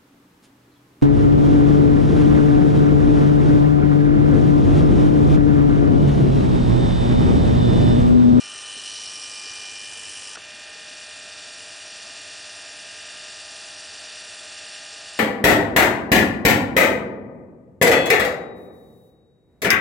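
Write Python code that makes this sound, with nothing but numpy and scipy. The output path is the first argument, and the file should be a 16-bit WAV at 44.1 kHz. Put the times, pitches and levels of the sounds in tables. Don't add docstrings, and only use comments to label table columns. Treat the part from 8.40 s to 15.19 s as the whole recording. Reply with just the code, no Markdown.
import sys
import numpy as np
from scipy import signal
from scipy.fft import rfft, irfft, next_fast_len
from scipy.io import wavfile
from scipy.ndimage import uniform_filter1d, map_coordinates

SR = 44100
rng = np.random.default_rng(int(sys.argv[2]) if len(sys.argv) > 2 else 0)


def wav_out(sig):
    wavfile.write(sys.argv[1], SR, np.round(np.clip(np.atleast_2d(sig).T, -1, 1) * 32767).astype(np.int16))


def field_ratio(decibels):
    return 10 ** (np.asarray(decibels, dtype=float) / 20)


N = 299468

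GEAR_RATIO = 5
WHEEL_POINTS = 5 * 2048
CHANGE_S = 1.957
TURN_S, TURN_LENGTH_S = 0.4, 0.1
SEAT_S, OPEN_S = 0.54, 0.012
BRAKE_S, BRAKE_LENGTH_S, BRAKE_DB = 1.99, 0.017, -11.5

# (time [s], speed [turns/s])
SHAFT_SPEED = [(0, 50.115), (.6, 50.11), (1.35, 50.16), (1.7, 50.125), (1.93, 50.11), (1.99, 49.705),
               (2.07, 50.475), (2.12, 50.56), (2.35, 50.635), (2.5, 50.655), (3.6, 50.65), (4.1, 50.675),
               (5.7, 50.675), (6.2, 50.655), (6.79, 50.65)]
# (multiple of shaft speed, level [dB rms])
ORDERS_BEFORE = [(16.0, -64.3), (24.0, -59.3), (30.0, -64.7), (33.0, -64.1), (34.0, -59.3), (36.0, -57.9),
                 (37.0, -60.2), (48.0, -47.4), (50.0, -62.0), (51.0, -61.4), (52.0, -61.7), (54.0, -58.4),
                 (55.0, -58.6), (59.6, -58.5), (60.0, -48.4), (62.4, -61.2), (69.0, -62.6), (72.0, -63.6),
                 (78.0, -62.7), (94.0, -59.1), (97.0, -59.3), (98.0, -59.4), (100.0, -59.3), (112.0, -53.6),
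                 (113.0, -52.9), (120.0, -60.4), (168.0, -62.1)]
ORDERS_AFTER = [(12.0, -57.4), (13.2, -61.0), (16.0, -62.0), (24.0, -60.6), (27.0, -62.7), (32.0, -57.7),
                (32.8, -63.8), (35.0, -61.8), (36.0, -54.9), (37.2, -65.1), (38.0, -66.1), (42.0, -67.0),
                (45.8, -67.3), (46.0, -63.5), (48.0, -53.7), (49.0, -63.9), (52.0, -59.1), (52.2, -62.3),
                (54.0, -57.6), (55.0, -59.0), (56.0, -57.5), (59.0, -61.0), (64.0, -63.9), (67.0, -61.4),
                (72.0, -55.3), (84.0, -63.7), (89.2, -61.5), (96.0, -57.6), (109.0, -62.7), (112.0, -58.3),
                (11.8, -68), (12.8, -67), (13.0, -66.5), (13.6, -69)]
# (frequency [Hz], density [dB per Hz])
RUB_BEFORE = [(180, -52), (300, -16), (801, -11.5), (1120, -13), (1190, -16.5), (1300, -13), (1820, -9.5),
              (2170, -15.5), (2340, -10.5), (2550, -8.5), (3000, -4.5), (3680, -11), (5470, -3),
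              (6820, -10.5), (9980, -8.5), (13000, -47), (22000, -120)]
RUB_AFTER = [(180, -49), (300, -11.5), (539, -8.5), (606, -3), (734, -8), (1120, -8.5), (1190, -9.5),
             (1820, -3.5), (2200, -8.5), (2750, -0.5), (3180, -0.5), (3520, -3.5), (3960, -3.5),
             (5630, -3.5), (9980, -8), (13000, -47), (22000, -120)]
# (frequency [Hz], width [Hz], gain [dB])
HOUSING_BEFORE = [(1910, 130, 2.5), (2600, 200, 2), (2910, 150, 5.5), (5730, 180, 4.5), (7430, 340, 5),
                  (8860, 510, 4)]
HOUSING_AFTER = [(662, 96, 5), (1550, 300, 2.5), (2360, 120, -11), (2680, 160, 3.5), (2880, 140, 3),
                 (3195, 180, -5.5), (3970, 220, -2.5), (3450, 69, 3.5), (4740, 570, 4), (5580, 530, 5.5),
                 (6280, 300, 2.5), (6700, 200, 0.5), (7330, 550, 8), (8100, 330, -3.5), (8300, 470, 4.5),
                 (9370, 1200, 6.5)]
# (frequency [Hz], each shaft turn [dB], each wheel turn [dB])
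REPEAT_BEFORE = [(500, -6, -10), (2500, -5, -4), (5000, -12, -6.5), (7000, -18, -4), (10000, -12.5, -5)]
REPEAT_AFTER = [(500, -3, -2), (1500, 0, 2), (3500, -1, 2), (4500, -3, 0), (5500, -8, -5), (6500, -12, -10),
                (10000, -13, -13)]
MESH_ORDERS = (12, 13, 36, 48, 60, 96, 97, 112, 113)
# (before click [dB rms], seated [dB rms], extra while seating [dB], seating time [s])
MESH_LEVELS = [(-65.5, -58, 0, .12), (-73, -66.5, -17, 1.8), (-55, -56, 3.5, 1.8), (-52, -55.5, 5.5, 1.5),
               (-50.8, -68.5, -8, 1.2), (-65, -56.5, -17, 0.35), (-67, -73, -3, .3), (-61, -54.5, -14, 0.2),
               (-68, -65.5, 1, .3)]
# (time [s], length [s], gain [dB])
MESH_BEAMS = [
    [(0.21, 0.15, -2.5)],
    [],
    [(0.5, 0.059, 0), (.8, .22, -8.5)],
    [(.0, 0.043, 5.5), (1.18, 0.28, 7.5), (2.5, 0.12, 1)],
    [(.1, 0.17, 3.5), (.52, 0.15, 6), (1.4, 0.13, 2.5)],
    [],
    [(0.45, 0.22, 11)],
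    [(.78, .26, 13.5), (0.5, .06, 0.5)],
    [(.95, 0.61, 8)],
]
# (offset [shaft orders], level [dB])
RUNOUT_BUZZ = [(-2, -5), (-1, -6), (1, -12), (2, -8)]
SPLIT_HZ = [1600, 3380, 6750]
# (start [dB], gain on facing [dB], drift as camera backs off [dB/s])
FACING = [(-1, 1.7, -0.6), (-1.5, -.5, 1.35), (0.5, 4, -2.5), (-4, 7.5, -2)]
# (seated [dB], extra while seating [dB], change while contacts open [dB])
SEATING = [(0.03, -1.5, -2), (0.4, 1, -7), (1.94, -4, -5), (1.7, -4.5, -10)]
# (time [s], length [s], frequency [Hz], gain [dB])
SWING = [(0.074, .17, 1200, 6.5), (0.21, 0.21, 4700, -8), (0.22, 0.16, 8650, 7), (0.33, 0.27, 4200, 6),
         (0.43, 0.23, 2980, 4), (.8, 0.23, 5620, 2.5), (1.05, .1, 4800, 2.5), (1, 0.29, 6900, -5.5),
         (1.06, 0.23, 9200, -5), (2.6, 0.54, 690, -2.5), (2.6, .35, 1800, -2.5), (2.02, .08, 1000, 6),
         (.55, .3, 9800, 1.5), (1.1, .35, 3300, -2), (1.57, 0.11, 1700, 2), (.1, .15, 1430, 7),
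         (2.056, 0.098, 5830, 4), (6.1, 0.7, 4300, 1.5)]
# (time [s], peak [dB], ring [Hz], t60 [s])
CLICKS = [
    (1.9557, -30, 4200, .006),
    (1.9560, -38, 950, .02),
    (1.9570, -30.5, 1420, .022),
    (1.9525, -39, 700, .02),
    (1.9600, -35, 1750, .012),
    (1.9716, -27.5, 1450, .012),
    (1.9735, -37, 640, .025),
    (1.9765, -42, 330, .04),
    (1.9732, -32, 1250, .015),
    (2.1072, -28.5, 3000, .003),
]
# (time [s], peak [dB], ring [Hz], t60 [s])
KNOCKS = [
    (.352, -46, 560, .04),
    (.365, -46.5, 244, 0.074),
    (0.376, -46, 420, .07),
    (1.056, -48, 318, 0.048),
    (1.065, -46, 440, 0.05),
    (5.992, -35.5, 3450, .03),
    (6.093, -43, 3450, .03),
    (6.19, -40, 3450, .03),
    (6.338, -38, 3450, .02),
    (6.246, -38, 4600, .02),
]
# (frequency [Hz], density [dB per Hz])
ROOM = [(12, -49), (20, -17), (65, -10.5), (92, 1), (111, -3.5), (128, -7.5), (187, -5), (296, -2.5),
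        (372, -9), (449, -0.5), (500, -9.5), (650, -38), (1100, -120)]
# (start [s], end [s], lower edge [Hz])
DROPOUTS = [
    (1.958, 1.977, 9100),
    (4.64, 4.665, 9600),
    (4.707, 4.718, 9600),
]


def unit(x):
    return x / np.sqrt(np.mean(x ** 2) + 1e-20)


def along(points, hz, column=1):
    table = np.transpose(points)
    return np.interp(np.log(hz + 1), np.log(table[0] + 1), table[column])


def wobble(rate_hz):
    coarse = np.arange(0, N + 64, 64)
    knots = rng.standard_normal(int(N * rate_hz / SR) + 4)
    return np.interp(np.arange(N), coarse, map_coordinates(knots, [coarse * rate_hz / SR]))


def bump(t, at, length):
    return np.exp(-.5 * ((t - at) / length) ** 2)


def filtered(x, response):
    size = next_fast_len(N + SR // 2)
    return irfft(rfft(x, size) * response(np.fft.rfftfreq(size, 1 / SR)), size)[..., :N]


def actuator():
    t = np.arange(N) / SR
    since_s = np.maximum(t - CHANGE_S, 0)
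    late = np.clip((t - CHANGE_S) / 0.0087, 0, 1)
    turns = np.cumsum(np.interp(t, *np.transpose(SHAFT_SPEED))) / SR
    before = stroke(turns, ORDERS_BEFORE, RUB_BEFORE, HOUSING_BEFORE, REPEAT_BEFORE,
                    rub_db=-40.0, drift=0.51, sway_db=2)
    after = stroke(turns, ORDERS_AFTER, RUB_AFTER, HOUSING_AFTER, REPEAT_AFTER,
                   rub_db=-45.0, drift=.22, sway_db=1.5)
    facing = (1 + np.tanh((t - TURN_S) / (2 * TURN_LENGTH_S))) / 2
    early_db = [start + gain * facing + slope * np.minimum(t, 2) for start, gain, slope in FACING]
    seating, opening = np.exp(-since_s / SEAT_S), np.exp(-(since_s / OPEN_S) ** 2)
    late_db = [seated + extra * seating + lost * opening for seated, extra, lost in SEATING]
    sound = (1 - late) * heard_from_camera(before, early_db, turns, beat=[.24, .3, .12])
    sound += late * heard_from_camera(after, late_db, turns, beat=[.1, .08, .15])
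    return reflections(sound) + mesh_tones(turns, t, late)


def stroke(turns, orders, rub, housing, repeat, rub_db, drift, sway_db):
    def colour(hz):
        rings_db = sum(db / (1 + (2 * (hz - centre) / width) ** 2) for centre, width, db in housing)
        return field_ratio(along(rub, hz) + rings_db)

    hiss = filtered(rng.standard_normal(N), colour)
    fifths = np.round(np.transpose(orders)[0] * GEAR_RATIO) / GEAR_RATIO
    taken = np.concatenate([fifths, MESH_ORDERS, [60 + k for k, _ in RUNOUT_BUZZ]])
    repeating = 0
    for column, count in ((1, 1), (2, GEAR_RATIO)):
        worn = worn_pattern(turns, count, drift, taken)
        repeating += filtered(worn, lambda hz: colour(hz) * field_ratio(along(repeat, hz, column)))
    repeating /= np.sqrt(SR / 2 / 10600)
    tones = 0
    for order, (_, db) in zip(fifths, orders):
        if order not in MESH_ORDERS:
            partial = field_ratio(db + sway_db * wobble(2.5)) * tone(turns, order, flutter_rad=.15)
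            if order == 13.2:
                partial *= screw_beat(turns, depth=0.31, angle_turns=0.56)
            tones += partial
    rubbing = np.array([field_ratio(-0.18) * hiss, field_ratio(1.07) * repeating])
    return field_ratio(rub_db) / np.std(hiss) * rubbing, tones


def worn_pattern(turns, count, drift, orders):
    size = WHEEL_POINTS * count // GEAR_RATIO
    lines = rfft(rng.standard_normal((2, size)))
    lines /= (abs(lines) + 1e-9) ** (.5 / count)
    lines[:, 210 * count:] = 0
    own = orders[orders * count % 1 < 1e-6]
    lines[:, np.round(own * count).astype(int)] = 0
    place = [turns / count % 1 * size]
    one, other = (unit(map_coordinates(p, place, order=1, mode="grid-wrap")) for p in irfft(lines, size))
    blend = drift * wobble(1.512)
    return np.cos(blend) * one + np.sin(blend) * other


def tone(turns, order, flutter_rad, sidebands=()):
    phase = 2 * np.pi * (order * turns + rng.random()) + flutter_rad * wobble(9.1)
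    wave = np.sin(phase)
    for k, db in sidebands:
        sign = -1 if k == 1 else 1
        wave += sign * field_ratio(db) * np.sin(phase + 2 * np.pi * k * turns)
    return np.sqrt(2) * wave


def screw_beat(turns, depth, angle_turns):
    return 1 + depth * np.cos(2 * np.pi * (turns / 10 - angle_turns))


def mesh_tones(turns, t, late):
    since_s = np.maximum(t - CHANGE_S, 0)
    tones = []
    for order, levels, beams in zip(MESH_ORDERS, MESH_LEVELS, MESH_BEAMS):
        before_db, seated_db, extra_db, seat_s = levels
        db = (1 - late) * before_db + late * (seated_db + extra_db * np.exp(-since_s / seat_s))
        db += sum(beam_db * bump(t, s, length) for s, length, beam_db in beams)
        db += BRAKE_DB * bump(t, BRAKE_S, BRAKE_LENGTH_S)
        sidebands = RUNOUT_BUZZ if order == 60 else ()
        tones.append(field_ratio(db + .8 + .7 * wobble(6)) * tone(turns, order, .002 * order, sidebands))
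    tones[0] *= screw_beat(turns, depth=0.17, angle_turns=0.48)
    return sum(tones)


def heard_from_camera(layers, part_db, turns, beat):
    (hiss, repeating), tones = layers
    pair = np.array([hiss, repeating + tones])
    lows = [filtered(pair, lambda hz: 1 / (1 + (hz / split) ** 16)) for split in SPLIT_HZ]
    edges = [0, *lows, pair]
    shared = field_ratio(.45 * wobble(70))
    out = 0
    for k, db in enumerate(part_db):
        steady, periodic = edges[k + 1] - edges[k]
        gain = field_ratio(db + .5 * wobble(5.7)) * (shared if k else 1)
        out += gain * (steady * throb(turns, beat) + periodic)
    return out


def throb(turns, beat):
    angle = 2 * np.pi * (np.outer([1, 2, 2 / GEAR_RATIO], turns) + rng.random((3, 1)))
    return (1 + np.dot(beat, np.cos(angle))) * field_ratio(0.39 * wobble(25))


def reflections(x):
    hz, t, z = signal.stft(x, SR, nperseg=512)
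    field_db = 0
    for s, length, centre, db in SWING:
        field_db += db * np.outer(bump(hz, centre, 0.052 * centre), bump(t, s, length))
    return signal.istft(z * field_ratio(field_db), SR, nperseg=512)[1][:N]


def clicks():
    out, t = np.zeros(N + SR), np.arange(SR // 10) / SR
    for s, db, hz, t60 in [*KNOCKS, *CLICKS]:
        onset = 1 - np.exp(-t * hz * 4)
        ring = np.sin(2 * np.pi * hz * t) * field_ratio(-60 * t / t60) * onset
        out[round(s * SR):][:len(t)] += field_ratio(db + 0.5) * ring
    return out[:N]


def room():
    rumble = filtered(rng.standard_normal(N), lambda hz: field_ratio(along(ROOM, hz)))
    fall_db = 0.33 * np.arange(N) / SR
    return field_ratio(-59.5 - fall_db + .4 * wobble(2.93)) * unit(rumble)


def scene():
    return np.tile(actuator() + clicks() + room(), (2, 1))


def treble_dropouts(x, share):
    edges_hz = np.arange(5000, 10200, 520)
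    t, block = np.arange(N) / SR, np.arange(N) // 256
    need = uniform_filter1d(rng.standard_normal((len(edges_hz), block[-1] + 1)), size=2, axis=1)
    empty = need[:, block] < np.quantile(need, share)
    for start, end, above_hz in DROPOUTS:
        empty |= np.outer(edges_hz > above_hz, (t > start) & (t < end))
    bands = filtered(x[0], lambda hz: (hz - edges_hz[:, None]) // 520 == 0)
    return x - np.sum(uniform_filter1d(1. * empty, size=96, axis=1) * bands, axis=0)


def top_cut(x):
    return signal.sosfilt(signal.butter(12, 10130, fs=SR, output="sos"), x)


def record(dry):
    thinned = treble_dropouts(dry, share=.068)
    limited = filtered(thinned, lambda hz: np.clip((10140 - hz) / 200, 0, 1))
    return top_cut(limited)


dry = scene()
out = record(dry)
wav_out(out)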